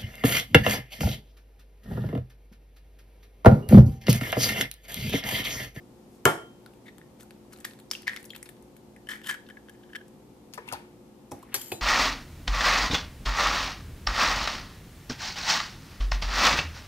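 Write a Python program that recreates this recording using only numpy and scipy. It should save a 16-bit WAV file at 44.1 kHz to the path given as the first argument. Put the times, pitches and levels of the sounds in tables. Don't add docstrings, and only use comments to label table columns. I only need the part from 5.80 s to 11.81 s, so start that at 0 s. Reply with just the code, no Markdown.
import sys
import numpy as np
from scipy import signal
from scipy.fft import rfft, irfft, next_fast_len
from scipy.io import wavfile
from scipy.ndimage import uniform_filter1d, map_coordinates

SR = 44100
rng = np.random.default_rng(int(sys.argv[2]) if len(sys.argv) > 2 else 0)


def put_to_file(sound):
    columns = np.atleast_2d(sound).T
    safe = np.clip(columns, -1, 1)
    whole_steps = np.round(safe * 32767)
    wavfile.write(sys.argv[1], SR, whole_steps.astype(np.int16))


def natural_amplitude(level_db):
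    exponent = np.asarray(level_db, float) / 20
    return 10 ** exponent


N = 265041


def evened(x):
    return x / np.sqrt(np.mean(x ** 2) + 1e-20)


def peaked(x):
    return x / np.max(abs(x))


def read(points, hz):
    f, value = np.transpose(points)
    return np.interp(np.log(hz + 1), np.log(f + 1), value)


def add(mix, s, sound):
    part = mix[..., round(s * SR):][..., :sound.shape[-1]]
    part += sound[..., :part.shape[-1]]


def resonate(x, hz, width):
    r = np.exp(-np.pi * width / SR)
    return signal.lfilter([1, 0, -1], [1, -2 * r * np.cos(2 * np.pi * hz / SR), r * r], x)


def band(x, lo_hz, hi_hz):
    return signal.sosfilt(signal.butter(2, [lo_hz, hi_hz], "band", fs=SR, output="sos"), x)


def grit(count, spread_db):
    sign, size = rng.standard_normal(count), rng.exponential(1, count)
    return sign * natural_amplitude(spread_db * np.minimum(size, 5))


def ring(modes, longest, flutter_db):
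    t = np.arange(SR // 2) / SR
    flutter = uniform_filter1d(rng.standard_normal((len(modes), len(t))), 500)
    swing = [natural_amplitude(db - 60 * t / min(t60, longest)) * np.sin(2 * np.pi * hz * t) for hz, db, t60 in modes]
    return peaked(np.sum(swing * natural_amplitude(flutter_db * evened(flutter)), axis=0))


def snap(db, hz, treble_db, broad_db, crumble, cycles=17, swell=0.):
    count = 3000
    t = np.arange(count) / SR
    drive = peaked(grit(count, spread_db=-0.5) * np.exp(-t / max(crumble, 2e-4)))
    if swell:
        drive *= np.minimum(t / swell, 1) ** 2 * np.exp(np.minimum(t, swell) / crumble)
    else:
        drive[:2] += .7
    click = np.linalg.norm(drive) * (np.arange(count) == round(swell * SR))
    drive = np.array([drive, click])
    body = resonate(resonate(drive, hz, 1.82 * hz / cycles), hz, 0.73 * hz)

    def matched(x):
        return x / np.linalg.norm(x, axis=1)[:, None] * np.linalg.norm(peaked(x[0]))

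    middle = matched(body) + natural_amplitude(broad_db) * matched(band(drive, 1200, 5600))
    treble = matched(band(drive, 5139, 14500))
    return natural_amplitude(db) * (middle / np.max(abs(middle[0])) + natural_amplitude(treble_db) * treble)


def stroke(rows):
    s, *columns = np.transpose(rows)
    t = np.arange(s[0], s[-1], 1 / SR)
    return s[0], signal.windows.tukey(len(t), .08), [np.interp(t, s, c) for c in columns]


# (frequency [Hz], density [dB per Hz])
AIR = [(15, -65), (34, -44), (40, -17), (58, -8.5), (92, -17), (114, -8.5), (209, -3.5), (296, -6.5),
       (320, -18.5), (356, 0.5), (386, -13), (517, -12), (674, -17), (730, -13.5), (1540, -28),
       (14500, -36.5), (14700, -60.5)]
# (frequency [Hz], likeness [0-1])
AIR_SAME = [(60, 0.92), (240, 0.833), (950, 0.29), (3770, 0.024), (15000, 0.067)]
# (frequency [Hz], left minus right [dB])
AIR_LEFT = [(60, 1.5), (950, 3), (15000, -0.5)]
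# (frequency [Hz], level [dB])
HUM = [(59.2, -70.5), (118.4, -66.5), (215.3, -61), (258.4, -66.5), (296.1, -64.5), (355.3, -60.5),
       (414.5, -69), (473.7, -70), (522.2, -68.5), (888.2, -75.5)]


def air():
    frames, hz = N // 512 + 5, np.fft.rfftfreq(2048, 1 / SR)
    a, b, c, d = rng.standard_normal((frames, 1025, 4)).T
    same = np.clip(read(AIR_SAME, hz), -1, 1)[:, None]
    left, other = a + 1j * b, c + 1j * d
    z = np.array([left, same * left + np.sqrt(1 - same ** 2) * other])
    sides = np.array([.5, -.5])[:, None, None]
    z *= natural_amplitude(read(AIR, hz)[:, None] + read(AIR_LEFT, hz)[:, None] * sides)
    wash = natural_amplitude(-54.5) * evened(signal.istft(z, nperseg=2048, noverlap=1536)[1][:, :N])
    t = np.arange(N) / SR
    waver = uniform_filter1d(rng.standard_normal((len(HUM), N)), 6000)
    for (hum_hz, db), w in zip(HUM, waver):
        wash += natural_amplitude(db + 3 + 1.3 * evened(w)) * np.sin(2 * np.pi * (hum_hz * t + rng.random()))
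    return wash


# (time [s], level [dB], relative treble [dB])
RUSTLE = [
    [(0.28, -78.5, 5), (0.35, -72.5, 12), (0.41, -82, 8)],
    [(1.04, -74.5, 3), (1.084, -56, -3), (1.11, -67, -4)],
    [(1.385, -68, -2), (1.409, -55.5, 10), (1.45, -75, -1)],
    [(4.775, -55, -18), (4.84, -55.5, -14), (4.94, -45, -13.5), (5.15, -72, -19)],
    [(4.868, -62, 0), (4.888, -45, -6), (4.92, -56, -6)],
    [(1.7, -61, 0), (1.84, -62.5, -3), (2.0, -73, -2)],
    [(5.52, -59.5, 5), (5.706, -60, -26), (5.74, -37, -12)],
    [(5.745, -44, 11), (5.79, -56, 7), (6.0, -65, 12)],
]


def rustles(near):
    for rows in RUSTLE:
        s, fade, (db, treble_db) = stroke(rows)
        drive = grit(len(db), spread_db=-0.5)
        fibres = evened(band(drive, 1050, 2665)) + natural_amplitude(treble_db) * evened(band(drive, 4480, 15000))
        add(near, s, natural_amplitude(db - 7) * fade * fibres)


# (frequency [Hz], width [Hz], level [dB])
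COUNTER = [(108, 51.6, -7.5), (323, 59, 3), (570, 200, -5), (724, 48, -8), (880, 99, -12.5),
           (1120, 110, -6.5)]


def thud(db, t60, top_hz, low_hz=85):
    t = np.arange(SR // 2) / SR
    drive = rng.standard_normal(len(t)) * natural_amplitude(-60 * t / t60) * np.minimum(t / 0.00095, 1)
    modes = sum(natural_amplitude(level_db) * np.sqrt(width) * resonate(drive, hz, width) / hz
                for hz, width, level_db in COUNTER)
    boom = peaked(band(modes, low_hz, 1.17 * top_hz))
    rattle = peaked(band(drive, 229.6, top_hz))
    return natural_amplitude(db) * peaked(boom + natural_amplitude(-3) * rattle)


# (time [s], peak [dB])
BLOW = [
    (0.4536, -7),
    (0.4545, -3),
]
# (frequency [Hz], level [dB], t60 [s])
BOWL = [(1141, -17, .24), (1389, 0, .26), (1384, -10, .43), (1728, -23, .26), (2078, -26, .3),
        (3136, -13, .25), (3141, -22, .6), (5448, -28, .36), (556, -8, .25), (880, -9, .25),
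        (917, -11, .22), (731, -12, .3), (5825, -29, .15)]


def blow(near, rim):
    (crackle_s, crackle_db), (land_s, land_db) = BLOW
    add(near, crackle_s, snap(crackle_db - 5.5, 3000, 9, 3, .0013))
    add(near, land_s, snap(land_db - 3, 1700, -9, -5, .0006, 9))
    add(near, land_s, thud(land_db - 5, 0.13, 1500, low_hz=150))
    bowl = natural_amplitude(land_db - 7) * ring(BOWL, longest=1, flutter_db=.6)
    add(near[1], land_s, natural_amplitude(-14) * bowl)
    add(rim, land_s, np.array([bowl, np.roll(bowl, 9)]))


# (time [s], peak [dB], ring [Hz], relative treble [dB])
SNAPS = [(0.8612, -38, 1460, -1.5), (.936, -51, 2477, -1), (1.431, -46, 1420, 9.5), (1.734, -41, 1340, -13),
         (1.774, -52, 2460, 9), (1.8503, -23, 1840, 6), (2.0, -43, 3440, 6), (2.2207, -43, 4690, 5),
         (2.3627, -23.5, 1910, -7.5), (2.372, -28.5, 2060, -19), (2.4293, -44, 1960, 7),
         (2.4524, -51.5, 1880, 16), (2.4573, -52, 2190, 14)]


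def snaps(near):
    for s, *row in SNAPS:
        add(near, s, snap(*row, broad_db=4, crumble=0.0013, cycles=12))


# (time [s], peak [dB], ring [Hz], relative treble [dB], crumble [s])
PINGS = [(1.062, -54, 3580, -25, 0.013), (1.058, -51, 1970, 0, .005), (1.066, -46, 1900, -12.7, 0.0052),
         (1.08, -48, 3620, -25, .008), (1.082, -41.5, 1910, -16, 0.006), (1.096, -54, 1950, -15, .0015),
         (1.2146, -43, 1850, -19, 0.00085), (2.134, -27, 3220, 1, .0007), (2.151, -25.5, 2770, -22, .0006),
         (2.27, -25.5, 2060, -18, 0.012), (2.2785, -13, 1800, -16, 0.002),
         (2.2945, -24.5, 1950, -17, .0009), (2.333, -27.5, 1850, -13, .002),
         (2.5037, -31.5, 3210, -4.5, 0.0022), (2.534, -37, 1940, -8, 0.00072),
         (2.6287, -36.5, 2010, 9, 0.0017)]


def pings(near):
    whole_until_s = 2
    for s, db, hz, treble_db, crumble in PINGS:
        bare_db, cycles = (-14, 26) if s < whole_until_s else (-7.5, 16)
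        add(near, s, snap(db, hz, treble_db, bare_db, crumble, cycles))


# (time [s], peak [dB], relative treble [dB], crumble [s])
SPLINTERS = [(1.1826, -38, 2, 0.00066), (1.399, -45.5, -18, 0.0045), (1.408, -40, -3, .0015),
             (1.424, -43, -3, 0.002), (1.508, -33.5, 0, 0.0011), (1.724, -45.5, -3, 0.0044),
             (1.73, -46.5, 8.5, 0.0057), (1.761, -46, -14, .0017), (1.787, -42, 1, .0011),
             (1.803, -46, 12, 0.0035), (1.809, -39, -4, .001), (1.8454, -26, -24, 0.0093),
             (1.91, -40.5, -6, 0.0017), (1.935, -42, 2, .001), (1.9897, -42.5, -0.5, 0.0026),
             (2.173, -47, 2, .0031), (2.231, -40, -14, .0017), (2.443, -37, -1, 0.0011),
             (2.553, -33.5, -4, 0.00073), (2.562, -31, 0.5, 0.0023), (2.657, -41, -3, 0.0083),
             (2.69, -37, 4, 0.0038), (2.7676, -50, -10, .0022), (2.825, -52.5, 11, 0.00079),
             (2.9655, -48.5, 4.5, 0.0043)]


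def splinters(near):
    for s, db, treble_db, crumble in SPLINTERS:
        add(near, s, snap(db, 1780, treble_db, broad_db=19, crumble=crumble))


# (time [s], peak [dB], ring [Hz], crumble [s])
CHIPS = [(2.103, -42, 5030, 0.0023), (2.115, -33, 8000, 0.003), (2.137, -39, 8000, .002),
         (2.365, -39.5, 3300, 0.0033), (1.7375, -47, 4400, 0.0035), (1.998, -46, 9000, .002),
         (1.99, -48, 9000, .002), (1.897, -50, 8000, .002), (1.8515, -30, 12500, .003),
         (2.266, -42, 1900, .001), (2.2705, -46, 9000, .003), (2.278, -47, 9900, 0.0016),
         (2.363, -41, 7250, 0.0026), (2.429, -42, 9500, .0015), (2.4525, -49, 6500, 0.00092),
         (2.457, -42, 10600, 0.0022), (2.463, -52, 10000, .002), (2.284, -31, 3130, .005),
         (2.548, -38, 2600, 0.0032), (2.58, -46, 7200, .001), (2.628, -32, 9500, .002),
         (2.693, -46, 11500, .002), (3.665, -50, 3160, 0.0085), (4.778, -39, 650, .005),
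         (3.935, -57, 8000, .003), (3.95, -53, 1690, .003), (4.728, -48, 5000, .0015),
         (4.7366, -34.5, 6030, 0.00093), (4.7425, -45, 5500, 0.0014), (4.744, -44, 10500, .0015),
         (4.753, -54, 5000, .001), (4.7765, -48, 6000, .002), (4.874, -51, 11000, .006),
         (4.8872, -44, 11000, .002), (4.889, -44, 6000, 0.0018), (4.904, -50, 6000, .003),
         (4.9244, -29.5, 4440, 0.0017), (4.9322, -28.5, 10900, 0.00044), (4.945, -49, 4520, .004),
         (5.512, -43.5, 6100, 0.0022), (5.519, -37, 5500, 0.0019), (5.591, -53, 11000, .002),
         (5.627, -49, 9400, 0.0052), (5.63, -52, 7500, .005), (4.786, -39, 480, 0.005),
         (2.495, -50, 4000, 0.0018), (5.718, -48, 2550, .008), (5.734, -46, 2600, 0.0047)]


def chips(near):
    for s, db, hz, crumble in CHIPS:
        add(near, s, snap(db, hz, -35, -15, crumble, cycles=6.6))


# (time [s], peak [dB], ring [Hz], relative treble [dB], relative bare [dB],
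# crumble [s], ring [cycles])
SPLIT = (2.1124, -12.5, 5050, -3, -1, .0018, 6)


def split(near):
    s, *row = SPLIT
    add(near, s, snap(*row))


# (frequency [Hz], width [Hz])
CAVITY = [(1760, 290), (3050, 320)]
# (time [s], cavity [dB], relative second mode [dB], relative hiss [dB])
RUBS = [
    [(2.272, -48, -4, -19), (2.32, -49, -8, -13), (2.42, -59.5, -15, 0)],
    [(3.29, -37.5, -5, -8), (3.328, -40, -10, -13), (3.42, -61, -23, -17)],
    [(3.43, -63, 13, 2), (3.498, -30, -10, -10.5), (3.62, -80, -10, -20)],
    [(3.64, -75.5, -8.5, -5), (4.174, -67, -7, -12), (4.27, -84, -13, -12)],
]


def rubs(near):
    (hz, width), (upper_hz, upper_width) = CAVITY
    for rows in RUBS:
        s, fade, (db, second_db, hiss_db) = stroke(rows)
        clumps = natural_amplitude(2 * evened(uniform_filter1d(rng.standard_normal(len(db)), 160)))
        drive = grit(len(db), spread_db=5) * clumps
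        cavity = evened(resonate(drive, hz, width))
        cavity += natural_amplitude(second_db) * evened(resonate(drive, upper_hz, upper_width))
        hiss = evened(band(drive, 2900, 14000))
        add(near, s, natural_amplitude(db - 3) * fade * (cavity + natural_amplitude(hiss_db) * hiss))


# (frequency [Hz], level [dB], t60 [s])
FLAKE = [(3250, -2, .12), (4100, -9, .08), (7120, -13, .12)]


def flake(near):
    add(near, 2.504, natural_amplitude(-43.5) * ring(FLAKE, longest=1, flutter_db=1.7))


# (time [s], frequency [Hz])
CUP = [(3.16, 1830), (3.3, 1756), (3.6, 1670), (4.3, 1645)]


def tick(s, db, treble_db, second_db, crumble, swell=0.):
    cup_hz, upper_hz = np.interp(s, *np.transpose(CUP)), CAVITY[1][0]
    upper = snap(db + second_db, upper_hz, -31, -34, crumble, 22, swell)
    upper += snap(db + second_db - 14, 5250, -30, -25, crumble, 18, swell)
    return snap(db, cup_hz, treble_db, -18, crumble, 23, swell) + upper


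# (time [s], peak [dB], relative treble [dB], relative second mode [dB])
TICKS = [(3.163, -44, -5, -22), (3.2702, -46, -2, 1.5), (3.288, -27, -6, -7.5), (3.296, -33, -12, -2),
         (3.3124, -38, -4.5, -13.5), (3.3155, -29, -12, -5), (3.3348, -33, -15, -21.5),
         (3.3564, -34.5, -7.8, -18), (3.4153, -39.5, -9, -10), (3.446, -40, -5, -10.5),
         (3.4703, -33, 5.5, 0), (3.491, -24, -1.5, -7), (3.4957, -18.5, -6.5, -11), (3.508, -23, -16, -19),
         (3.526, -35, -10, -13), (3.542, -29.5, -8, -12), (3.548, -33.5, -14.8, -9), (3.688, -44.5, -4, 0),
         (3.7, -40, -8, -5), (3.7065, -39.5, -15.7, -10), (3.77, -39.5, -17, -18), (3.885, -44, -11.5, -6),
         (3.895, -43, 1.5, -3.5), (4.2812, -68.5, 20, -1)]


def ticks(near):
    for s, *row in TICKS:
        add(near, s, tick(s, *row, crumble=0.0027))


# (time [s], peak [dB], relative treble [dB], relative second mode [dB], swell [s])
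SCUFFS = [(4.024, -57, -11.5, 3.5, .012), (4.032, -54, -20, -15, 0.0028), (4.088, -60, -12, 1, .006),
          (4.097, -50, -20, -14, 0.0033), (4.13, -37, -14, -10, 0.0032), (4.148, -32, -12, -8, .003),
          (4.154, -30.5, -7.5, -3, 0.0029), (4.159, -34, -6.5, -2, 0.0032), (4.166, -45, -14, -4, 0.0021),
          (4.185, -53, -14, -5, 0.0035), (4.208, -44, -18, -13, 0.0045), (3.436, -46, -6, 3, 0.0071),
          (3.303, -34, -10, -7, 0.0047), (3.331, -34, -13, -16, 0.0043), (3.484, -34, -6, -5, .004),
          (3.518, -39, -10, -5, 0.0045)]


def scuffs(near):
    for s, db, treble_db, second_db, swell in SCUFFS:
        add(near, s, tick(s, db, treble_db, second_db, .0025, swell))


# (time [s], peak [dB], ring [Hz], relative treble [dB], relative unrung mid [dB])
KNOCKS = [(4.7365, -33, 4700, -6, 6), (4.7414, -39, 2720, 3, -3), (4.753, -39, 4700, -5, 15),
          (4.7765, -30, 990, -22, -14), (4.781, -33.5, 1710, -16, -18), (4.8774, -38, 920, -12, -2.5),
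          (4.8865, -31, 2720, -8, -12), (4.9156, -30.5, 1340, -22, -11), (4.924, -28, 774, 0.5, 3),
          (4.9332, -27, 840, -9, 2), (4.9493, -36, 1460, -16, -5)]


def knocks(near):
    for s, *row in KNOCKS:
        add(near, s, snap(*row, crumble=0.0055, cycles=13))


# (time [s], peak [dB], t60 [s], top [Hz], bottom [Hz])
THUDS = [
    (4.923, -28, 0.095, 1000, 90),
    (5.515, -29.5, 0.12, 700, 70),
    (5.743, -32, 0.16, 970, 120),
    (5.918, -23.5, 0.08, 600, 105),
]


def thuds(near):
    for s, *row in THUDS:
        add(near, s, thud(*row))


# (time [s], peak [dB], ring [Hz], relative treble [dB],
# relative unrung mid [dB])
TAPS = [
    (5.5165, -35, 830, 0, 2),
    (5.6278, -43, 1090, -4, -3.5),
    (5.688, -50, 1790, -8, -4.3),
    (5.7265, -43, 2630, -12, -10),
    (5.7425, -17, 1920, 3, 21),
    (5.752, -25, 4680, 2, -6),
    (5.7618, -28, 5900, 0, 3),
    (5.814, -35, 3180, 7, 0),
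    (5.9185, -23.5, 2600, -4, 7),
]


def taps(near):
    for s, *row in TAPS:
        add(near, s, snap(*row, crumble=0.0056, cycles=13))


# (frequency [Hz], level [dB], t60 [s])
FORK = [
    [(3230, -11, 0.1), (4690, -13, 0.07), (5830, -5, 0.12), (7430, 0, 0.091), (9420, -10, .12),
     (9800, -19, 0.1), (8100, -12, 0.1), (10750, -30, 0.24), (11410, -0.5, 0.12), (12200, -30, 0.29),
     (12700, -28, 0.12), (13400, -25, 0.72), (13620, -15, 0.09), (14000, -20, 0.11)],
    [(3170, -10, 0.081), (6550, -18, 0.3), (4680, -7, 0.1), (5650, -21, 0.35), (7160, -3, 5.0),
     (7424, -8, 0.47), (8350, -12, 5.0), (9000, -16, 0.14), (9500, -12, 0.62), (10770, -21, 0.94),
     (11500, -4, 0.26), (13200, -18, 0.49), (13740, 2, 0.17), (14450, -11, 0.15)],
]
LIFTED_HZ = [2540, 3440, 4004, 4683, 5811, 6377, 7116, 8094, 9400, 11405, 13205, 14443]
# (level [dB], t60 [s])
LIFTED = [(-2, 0.051), (-18, 0.088), (-19, .8), (-17, .09), (-28, .3), (-26, .7), (-20, 1.5), (-9.5, .22),
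          (-7, .04), (-15, .14), (-19, .13), (-17, .2)]
# (time [s], peak [dB], grip [index])
CLINKS = [
    (5.7425, -14.5, 0),
    (5.7555, -32, 1),
    (5.8125, -39, 1),
    (5.9178, -23.5, 2),
    (5.8765, -48, 0),
    (5.831, -48, 0),
]


def clinks(near):
    lifted = [(hz, *row) for hz, row in zip(LIFTED_HZ, LIFTED)]
    grips = FORK + [lifted]
    for s, db, grip in CLINKS:
        levels = natural_amplitude(db + np.array([[0], [-7]]))
        add(near, s, levels * ring(grips[round(grip)], longest=.5, flutter_db=2))


# (time [s], level [dB])
JINGLE = [
    (5.744, -36),
    (5.78, -46),
    (5.81, -48),
    (5.82, -47),
    (5.875, -51),
    (5.9, -48),
    (5.915, -67),
]


def jingle(near):
    s, fade, (db,) = stroke(JINGLE)
    contacts = grit(len(db), spread_db=4) * (rng.random(len(db)) < 900 / SR)
    tines = ring(FORK[0] + FORK[1], longest=0.025, flutter_db=2.7)
    add(near, s, natural_amplitude(db) * fade * evened(signal.fftconvolve(contacts, tines)[:len(db)]))


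# (frequency [Hz], t60 [s])
ROOM = [(100, 0.3), (500, 0.41), (1500, 0.31), (4000, 0.34), (9000, 0.31), (15000, 0.2)]


def kitchen(x):
    taps = np.zeros((2, SR // 2))
    at = np.arange(100, SR // 2 - 20, 20) + rng.integers(0, 20, (2, (SR // 2 - 101) // 20))
    np.put_along_axis(taps, at, rng.choice([-1., 1.], at.shape), 1)
    hz, t, (mid, side) = signal.stft(taps, SR, nperseg=256)
    side = side * (hz / np.hypot(hz, 900))[:, None]
    z = np.array([mid + side, mid - side]) * natural_amplitude(-60 * t / read(ROOM, hz)[:, None])
    tail = signal.istft(z, SR, nperseg=256)[1]
    return signal.fftconvolve(x[None], tail / np.linalg.norm(tail[0]), axes=1)[:, :N]


# (frequency [Hz], phase [rad])
PORT_TURN = [(300, 0.11), (800, 0.67), (1400, 1.4), (2400, 1.13), (4400, 0.57), (8000, 1.2), (14000, 1.98)]
# (frequency [Hz], left minus right [dB])
PORT_LEFT = [(200, -2), (1500, 4), (5000, 6.5), (14000, 7)]
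# (left delay [s], right delay [s], level [dB])
ECHOES = [(.0009, 0.001093, -18), (.0023, .0019, -12.5), (.0041, .0047, -13.5)]


def ports(x):
    size = next_fast_len(N)
    hz = np.fft.rfftfreq(size, 1 / SR)
    half = natural_amplitude(read(PORT_LEFT, hz) / 2) * np.exp(.5j * read(PORT_TURN, hz))
    echoes = 1
    for left, right, db in ECHOES:
        echoes = echoes + natural_amplitude(db) * np.exp(-2j * np.pi * hz * np.array([[left], [right]]))
    return irfft(rfft(x, size) * np.array([half, 1 / half]) * echoes, size)[:, :N]


# (time [s], left port lag [samples], room send [dB], extra left minus right [dB])
PLACE = [(0.3, 1.5, 1.5, 0.5), (0.8, 3, 0, -1), (1.0, 0, -3, -0.5), (2.05, -.5, -2.5, -3),
         (2.4, 0.15, -2.5, 0), (2.9, -0.7, -2, 0), (3.2, -0.15, -1.5, -0.5), (3.6, 0.2, -4.5, -0.5),
         (4.0, -0.4, -7, -1), (4.4, -0.4, -5, 1), (4.65, -3.5, -2, 5), (5.2, -5, -2, 0),
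         (5.45, 2, -0.5, -2), (5.64, 1.5, -0.5, -2), (5.7, 4.5, -1, -0.5), (6.0, 4.5, -1, -1.5)]


def place_hands(near):
    s, *place = np.transpose(PLACE)
    lag, send_db, pan_db = (np.interp(np.arange(N) / SR, s, c) for c in place)
    left, right = ports(near[0])
    left = map_coordinates(left, [np.arange(N) - lag], order=3)
    direct = np.array([left, right]) * natural_amplitude(np.outer([.5, -.5], pan_db))
    return direct + natural_amplitude(-6) * kitchen(near[1] * natural_amplitude(send_db))


def scene():
    near, rim = np.zeros((2, 2, N))
    rustles(near)
    blow(near, rim)
    for source in (snaps, pings, splinters, chips, split, rubs, flake, ticks, scuffs,
                   knocks, thuds, taps, clinks, jingle):
        source(near)
    return place_hands(near) + rim + air()


def roll_off(x):
    return signal.sosfilt(signal.butter(12, 16810, fs=SR, output="sos"), x)


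def record(dry):
    size = next_fast_len(N)
    hz = np.fft.rfftfreq(size, 1 / SR)
    edge_hz = 14550
    corners = [edge_hz, edge_hz + 100, edge_hz + 2150, edge_hz + 2250]
    shelf = natural_amplitude(np.interp(hz, corners, [0, -22, -24, -90]))
    mix = irfft(rfft(dry, size) * shelf, size)[:, :N]
    return roll_off(mix)


dry = scene()
out = record(dry)
put_to_file(out)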